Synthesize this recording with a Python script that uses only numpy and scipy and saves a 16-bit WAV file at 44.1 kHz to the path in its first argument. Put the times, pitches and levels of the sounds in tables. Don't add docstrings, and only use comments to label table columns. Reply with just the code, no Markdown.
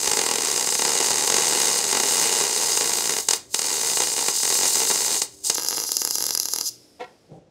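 import sys
import numpy as np
from scipy import signal
from scipy.fft import rfft, irfft
from scipy.io import wavfile
from scipy.ndimage import uniform_filter1d

SR = 44100
rng = np.random.default_rng(int(sys.argv[2]) if len(sys.argv) > 2 else 0)


def rack_gain(trim_db):
    fader = np.asarray(trim_db, float)
    return 10 ** (fader / 20)


def wav_record(signal):
    frames = np.transpose(np.atleast_2d(signal))
    bounded = np.clip(frames, -1, 1)
    quanta = np.round(bounded * 32767).astype(np.int16)
    wavfile.write(sys.argv[1], SR, quanta)


N = 330750
TIME = np.arange(N) / SR
MOVE_S, ARC_OFF_S = 5.545, 6.76

# start_s, thump_db
BIG_DROPS_SEATED = [(0.0737, -17), (0.1139, -17), (0.1329, -18), (0.1695, -16), (0.1897, -16), (0.2134, -19),
                    (0.2361, -21), (0.2624, -18), (0.2868, -19), (0.3111, -17), (0.3363, -21), (0.3558, -19),
                    (0.3827, -20), (0.7229, -22), (0.7504, -20), (0.7921, -19), (0.8193, -17), (0.8496, -16),
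                    (1.0015, -18), (1.1046, -18), (1.2746, -19), (1.2991, -15), (1.3212, -18), (1.3411, -15),
                    (1.3647, -16), (1.3818, -17), (1.9269, -16), (1.9485, -16), (1.9693, -16), (1.9991, -16),
                    (2.0333, -17), (2.4094, -19), (2.7721, -18), (2.8084, -18), (3.0932, -20), (3.1646, -20),
                  (3.1844, -24), (3.2858, -20), (3.3078, -22), (3.3329, -20), (3.5433, -22), (3.5908, -22),
                  (3.9702, -18), (4.0018, -17), (4.0183, -20), (4.0339, -23), (4.1784, -22), (4.2825, -17),
                  (4.5874, -22), (4.6095, -22), (4.631, -20), (4.6535, -20), (4.7544, -22), (4.8007, -22),
                  (4.8162, -21), (4.9001, -18), (4.9105, -19), (4.9564, -22), (5.2174, -24), (5.4981, -20)]
# start_s, thump_db, snap_over_thump_db
BIG_DROPS_STANDING = [(5.556, -24.5, 2), (5.5822, -17.5, 8), (5.6857, -25, 25), (5.728, -20.5, 2.5),
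                      (5.781, -19, 8), (5.892, -27.5, 12), (5.9184, -24.5, 24.5), (5.9681, -24.5, 25.5),
                      (6.0181, -23, 19.5), (6.0499, -22.5, 23), (6.0747, -24, 19.5), (6.109, -26.5, 24),
                      (6.1551, -25.5, 26), (6.1838, -24.5, 18), (6.2074, -23.5, 13), (6.2244, -25, 20.5),
                      (6.2404, -25, 18.5), (6.2658, -26, 23.5), (6.291, -25, 14), (6.3072, -24, 21.5),
                      (6.3505, -24, 22.5), (6.375, -28, 25), (6.3993, -26.5, 26.5), (6.4317, -34, 24.5),
                      (6.4559, -28, 22), (6.4862, -31.5, 23), (6.5361, -25.5, 25), (6.561, -25.5, 20),
                      (6.586, -27, 20), (6.611, -26.5, 22)]
# start_s, end_s, rate_per_s, thump_db
SPELLS_SEATED = [(-.008, .066, 80, -27), (.08, .108, 70, -26), (0.386, .70, 64, -24),
                 (.852, 1.255, 72, -23), (1.383, 1.719, 76.4, -22.5), (1.72, 1.915, 73, -24.5),
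                 (2.042, 2.47, 92, -24.5), (2.466, 2.76, 74.4, -26.5), (2.781, 2.935, 75, -24.5),
                 (2.94, 3.15, 61, -26.5), (3.60, 3.945, 68.7, -27.5), (4.049, 4.265, 53, -27.5),
                 (4.299, 4.41, 68, -35.5), (4.41, 4.57, 59.5, -25), (4.606, 4.89, 49.5, -28),
                 (4.93, 5.17, 74, -27.5)]
# start_s, end_s, rate_per_s, thump_db
SPELLS_STANDING = [(5.583, 5.865, 64.17, -28)]
GAP_SCATTER, QUIET_ROUND_BIG_S = .25, .008
DB_PER_DOUBLED_WAIT, THUMP_SCATTER_DB = 3.5, 1.5
SEATED_SNAP_DB, STANDING_SNAP_DB, SNAP_SCATTER_DB = 16.8, 17, 1.2
SNAP_GAIN_PER_SMALLER_DB = 0.46
# start_s, extra_snap_db
STRIKES = [
    (3.2858, -12),
    (3.3078, -10.5),
    (3.3329, -11.5),
    (3.5433, -10),
    (3.5908, -25),
    (5.2174, -16.5),
    (5.4981, -9),
]
# time_s, sizzle_db
ARC_STRENGTH = [(0, -24), (.07, -25.5), (.4, -26.5), (.6, -23.5), (1.3, -23), (1.62, -19.5), (2.0, -25),
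                (2.15, -17), (2.5, -23.5), (2.7, -20), (3.15, -25.5), (3.56, -26.5), (3.9, -20), (4.15, -24),
                (4.65, -18), (4.9, -20.5), (5.03, -20), (5.49, -21.5),
                (5.51, -29), (5.65, -29), (5.75, -24.5), (5.95, -30.5), (6.1, -32), (6.2, -27),
                (6.35, -29.5), (6.58, -33.5), (6.68, -31.5)]
# start_s, burning_again_s, depth_db, dying_s, relighting_s
OUTAGES = [
    (3.205, 3.3, -10, .04, .03),
    (3.355, 3.544, -30, .06, 0.061),
    (3.312, 3.334, -7, 0.018, .002),
    (5.175, 5.22, -14, 0.047, .003),
    (5.484, 5.499, -10.5, .01, .002),
    (5.225, 5.446, -27.5, 0.048, .02),
    (6.335, 6.4, -29, .065, .065),
    (6.69, 6.80, -26, .01, .001),
]
# depth_0_to_1, short_ms, rebuild_ms
SHORTS = [
    (.7, 2, 6),
    (.88, 1.5, 21),
]
GLARE_HZ, GLARE_SWELL_DB = 9500, 1.2
# pitch_hz, width_hz, level_db
PIPE_SEATED = [(140.0, 70.0, -17), (220.0, 70.0, -16), (435.0, 145.0, -3.5), (880.0, 250.0, -6),
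               (1110.0, 80.0, -11), (1380.0, 150.0, -15), (1580.0, 240.0, -15), (2000.0, 300.0, -10),
               (2450.0, 200.0, -13), (2860.0, 260.0, -10), (3200.0, 310.0, -18), (3830.0, 570.0, -10),
               (4430.0, 450.0, -8), (5020.0, 370.0, -4), (5420.0, 100.0, -8), (5800.0, 360.0, -8),
               (6250.0, 250.0, -2), (6600.0, 170.0, 0), (7130.0, 320.0, -3), (7640.0, 230.0, -1),
               (8200.0, 730.0, -7), (8660.0, 280.0, -4), (9380.0, 900.0, -11), (10600.0, 710.0, -11),
               (11770.0, 470.0, -14), (12430.0, 370.0, -16), (13390.0, 900.0, -19), (14060.0, 390.0, -18),
               (14610.0, 740.0, -18), (15520.0, 620.0, -21)]
# pitch_hz, width_hz, level_db
PIPE_STANDING = [(170.0, 70.0, -21), (330.0, 80.0, -10), (470.0, 120.0, -9), (900.0, 270.0, -11),
                 (1250.0, 180.0, -14), (1600.0, 180.0, -15), (2050.0, 460.0, -19), (2810.0, 140.0, -13),
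                 (3340.0, 440.0, -16), (3690.0, 80.0, -13), (4100.0, 130.0, -7), (4320.0, 270.0, -12),
                 (4920.0, 370.0, -1), (5170.0, 180.0, -2), (5850.0, 360.0, -1), (6400.0, 280.0, -1),
                 (7030.0, 370.0, -3), (7530.0, 160.0, -6), (8050.0, 130.0, -11), (8370.0, 370.0, -15),
                 (9030.0, 200.0, -11), (9740.0, 320.0, -12), (10380.0, 760.0, -9), (11150.0, 290.0, -4),
                 (11440.0, 220.0, -9), (12540.0, 660.0, -12), (12950.0, 500.0, -13), (13760.0, 410.0, -17),
                 (14540.0, 390.0, -19), (15460.0, 650.0, -18)]
SHOP_T60_S, SHOP_WET_DB = .28, -15
STANDING_WET_DB = -1.2
# pitch_hz, density_db_per_hz
SHOP_AIR = [(15, -29.5), (25, -22.5), (81, -1), (296, 5.5), (505, 3), (603, 2.5), (884, -7.5),
            (1170, -10.5), (6120, -17), (9000, -27), (14300, -50), (22000, -120)]
SHOP_DB = -58.5
# pitch_hz, level_db
WELDER_HUM = [(120, -67), (300, -63), (360, -67)]
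FEED_MOTOR_HZ, FEED_MOTOR_DB = 392, -58
# time_s, level_db
AFTERFLOW = [
    (6.69, -51),
    (6.76, -57),
    (6.99, -66),
    (7.3, -73),
]
RUMBLE_HZ, RUMBLE_SEATED_DB, RUMBLE_STANDING_DB = 110, -65.5, -72
BUMP_S, BUMP_HZ, BUMP_DB, BUMP_DECAY_S = .074, 70, -39, 0.018
# pitch_hz, level_db, t60_s
BENCH_MODES = [(499, -2, 0.26), (744, -3, 0.21), (955, 10, 0.029), (1370, -10, 0.15), (1510, -24.5, 0.3),
               (1920, -8, 0.17), (2180, -10, 0.094), (2680, -13, 0.16), (4150, -17, 0.05),
               (5830, -60, 0.24)]
# time_s, rattle_db
KNOCK = [
    (6.994, -47),
    (7.0, -43),
    (7.01, -31),
    (7.022, -39),
    (7.04, -38.5),
    (7.06, -50.5),
    (7.18, -71),
]
# time_s, level_db
DRAG = [
    (7.28, -66),
    (7.3, -48),
    (7.315, -42),
    (7.335, -43),
    (7.36, -40),
    (7.385, -42),
    (7.40, -51),
    (7.5, -58),
]
# pitch_hz, width_hz, level_db
DRAG_RINGS = [(150, 45, 0.5), (490, 70, -3.5), (783, 60, -11)]
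MIC_LOW_HZ, MIC_TOP_HZ, CEILING = 30, 15700, .72


def unit(x):
    return x / np.sqrt(np.mean(x ** 2))


def noise():
    return rng.standard_normal(N)


def band(x, lo_hz, hi_hz, order=2):
    edges = [lo_hz, min(hi_hz, .45 * SR)]
    return signal.sosfilt(signal.butter(order, edges, "band", fs=SR, output="sos"), x)


def through(x, response):
    return signal.fftconvolve(x, response)[:N]


def curve(rows):
    s, db = np.transpose(rows)
    return rack_gain(np.interp(TIME, s, db, left=-120, right=-120))


def walk(rate):
    k = max(int(SR / rate), 1)
    held = np.repeat(rng.standard_normal(N // k + 1), k)
    return unit(uniform_filter1d(held, k)[:N])


def ticks(times, dbs):
    x = np.zeros(N)
    x[(np.asarray(times) * SR).astype(int)] = rack_gain(dbs)
    return x


def drops(big, spells):
    s, db = [big[:, 0]], [big[:, 1]]
    for start, end, per_s, thump_db in spells:
        gap_chance, thump_chance = rng.standard_normal((2, 48))
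        wait = np.exp(GAP_SCATTER * gap_chance)
        when = start + np.cumsum(wait) / per_s
        to_big = np.abs(when[:, None] - big[:, 0]).min(axis=1)
        keep = (when < end) & (to_big > QUIET_ROUND_BIG_S)
        level = thump_db + DB_PER_DOUBLED_WAIT * np.log2(wait) + THUMP_SCATTER_DB * thump_chance
        s.append(when[keep])
        db.append(level[keep])
    return np.concatenate(s), np.concatenate(db)


def pop(times, thump_db, snap_db, flutter_db, top_hz):
    push = ticks(times, thump_db)
    pool_decay = np.exp(-TIME[:4000] / 0.02)
    shaking = through(push, pool_decay) * noise() * rack_gain(flutter_db)
    crack = ticks(times, thump_db + snap_db)
    fizz_decay = np.exp(-TIME[:400] / .001)
    crack += .075 * through(crack, fizz_decay) * noise()
    thump = band(push + shaking, 140, 3620) * rack_gain(27.5)
    snap = band(crack, 2300, top_hz, order=1) * rack_gain(9.5)
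    return thump + snap


def burning_db():
    s, db = np.transpose(ARC_STRENGTH)
    level_db = np.interp(TIME, s, db)
    for start, back, depth_db, dying, relighting in OUTAGES:
        out = np.minimum((TIME - start) / dying, (back - TIME) / relighting)
        level_db = level_db + depth_db * np.clip(out, 0, 1)
    return np.where(TIME < ARC_OFF_S, level_db, -120)


def arc():
    flicker = rack_gain(0.61 * walk(45) + 2.54 * walk(400))
    struck = rng.random(N) < 900 / SR
    spatter = struck * rack_gain(2.5 * rng.exponential(size=N)) * noise()
    gas = noise() * flicker + 1.5 * spatter
    glare = rack_gain(GLARE_SWELL_DB * walk(2.6)) - 1
    gas = gas + glare * band(gas, GLARE_HZ, SR)
    hiss = unit(band(gas, 3500, SR, order=3)) * rack_gain(-1.1)
    roar = unit(band(gas, 450, 3300, order=1)) * rack_gain(-21.5)
    return rack_gain(burning_db()) * (hiss + roar)


def shorting(times, depth, short_ms, rebuild_ms):
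    times = np.sort(times)
    following = np.searchsorted(times, TIME)
    since_ms = 1000 * (TIME - np.append(-1, times)[following])
    until_ms = 1000 * (np.append(times, TIME[-1] + 1)[following] - TIME)
    rebuilding = 1 - depth * np.exp(-since_ms / rebuild_ms)
    return rebuilding * (1 - depth * np.exp(-until_ms / short_ms))


def body(peaks, echoes):
    f = np.arange(2049) * SR / 4096
    power = sum(rack_gain(2 * db) / (1 + (2 * (f - hz) / w) ** 2) ** 1.5 for hz, w, db in peaks)
    cepstrum = irfft(np.log(power) / 2)
    cepstrum[1:2048] *= 2
    cepstrum[2049:] = 0
    response = np.exp(rfft(cepstrum))
    for ms, share in echoes:
        turn = np.exp(-2j * np.pi * f * ms / 1000)
        response *= (share + turn) / (1 + share * turn)
    ring = irfft(response)[:2048]
    return ring / np.sqrt(np.sum(ring ** 2))


def welding():
    burning = arc()
    seated = TIME < MOVE_S

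    big = np.array(BIG_DROPS_SEATED)
    s, thump_db = drops(big, SPELLS_SEATED)
    snap_db = SEATED_SNAP_DB - SNAP_GAIN_PER_SMALLER_DB * (thump_db + 18.5)
    snap_db = snap_db + SNAP_SCATTER_DB * rng.standard_normal(len(s))
    near = pop(s, thump_db, snap_db, flutter_db=-32.5, top_hz=9700)
    near += burning * seated * shorting(s, *SHORTS[0])
    when, strike_db = np.transpose(STRIKES)
    near += pop(when, strike_db - 41.0, 49.9, flutter_db=-43.0, top_hz=9100)

    big = np.array(BIG_DROPS_STANDING)
    s, thump_db = drops(big, SPELLS_STANDING)
    small_snap_db = STANDING_SNAP_DB + SNAP_SCATTER_DB * rng.standard_normal(len(s) - len(big))
    snap_db = np.append(big[:, 2], small_snap_db)
    far = pop(s, thump_db + 1.0, snap_db, flutter_db=-38.5, top_hz=SR)
    far += burning * ~seated * rack_gain(5.5) * shorting(s, *SHORTS[1])

    near = through(near, body(PIPE_SEATED, [(1.95, .5), (.41, .75), (.17, .6)]))
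    return near + through(far, body(PIPE_STANDING, [(.17, .45)]))


def reverberation(dry):
    t = TIME[:SR // 2]
    tail = band(rng.standard_normal(len(t)), 68, 7400, order=1)
    tail = tail * np.exp(-np.log(1000) * t / SHOP_T60_S) * (t > .006)
    sent = dry * rack_gain(SHOP_WET_DB + STANDING_WET_DB * (TIME > MOVE_S))
    return through(sent, tail / np.sqrt(np.sum(tail ** 2)))


def shop():
    hz, db = np.transpose(SHOP_AIR)
    f = np.arange(N // 2 + 1) * SR / N + 1
    colour = rack_gain(np.interp(np.log(f), np.log(hz), db))
    air = unit(irfft(rfft(noise()) * colour, N))
    air *= np.interp(TIME, [7.2, 7.45], [1, .6])
    air *= rack_gain(SHOP_DB + 1.5 * walk(7.7))
    hum = sum(rack_gain(db + 2 * walk(6.6)) * np.sin(2 * np.pi * hz * TIME) for hz, db in WELDER_HUM)
    hum *= np.interp(TIME, [6.8, 6.95], [1, .25])
    motor = rack_gain(FEED_MOTOR_DB + 2 * walk(4.8)) * np.sin(2 * np.pi * FEED_MOTOR_HZ * TIME)
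    motor *= TIME < MOVE_S
    jet = unit(band(noise(), 4800, 5500)) + unit(band(noise(), 3000, 10500))
    return air + (hum + motor) * np.sqrt(2) + curve(AFTERFLOW) * jet


def rumble():
    low = unit(band(noise(), 50, RUMBLE_HZ))
    low *= rack_gain(np.where(TIME < MOVE_S, RUMBLE_SEATED_DB, RUMBLE_STANDING_DB))
    since = np.maximum(TIME - BUMP_S, 0)
    bump = rack_gain(BUMP_DB) * np.exp(-since / BUMP_DECAY_S) * np.sin(2 * np.pi * BUMP_HZ * since)
    return low + bump


def cable_knock():
    t = TIME[:SR // 3]
    ring = 0
    for hz, db, t60 in BENCH_MODES:
        decay = np.exp(-np.log(1000) * t / (.4 * t60))
        ring = ring + rack_gain(db) * decay * np.sin(2 * np.pi * hz * t)
    ring = ring / np.sqrt(np.sum(ring ** 2))
    rattle = curve(KNOCK) * noise() * rack_gain(1.8 * walk(300))
    ringing = band(through(rattle, ring), 300, 5000) * rack_gain(3.5)
    return ringing + band(rattle, 800, 3200) * rack_gain(5)


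def cable_drag():
    drag = 0.54 * unit(band(noise(), 70, 620, order=4))
    for hz, width, db in DRAG_RINGS:
        drag += rack_gain(db) * unit(band(noise(), hz - width / 2, hz + width / 2)) / 2
    drag = drag * rack_gain(2 * walk(70))
    scrape = rack_gain(-31.0) * unit(band(noise(), 4500, 9500))
    return curve(DRAG) * (drag + scrape)


def scene():
    dry = welding()
    bench = cable_knock() + cable_drag()
    return (dry + reverberation(dry) + shop() + rumble() + bench)[None]


def low_pass(x):
    return signal.sosfilt(signal.butter(12, 16820, fs=SR, output="sos"), x)


def record(dry):
    x = signal.sosfilt(signal.butter(3, MIC_LOW_HZ, "high", fs=SR, output="sos"), dry)
    x = CEILING * np.tanh(x / CEILING)
    x = signal.sosfilt(signal.ellip(12, .2, 90, MIC_TOP_HZ, fs=SR, output="sos"), x)
    return low_pass(x)


dry = scene()
out = record(dry)
wav_record(out)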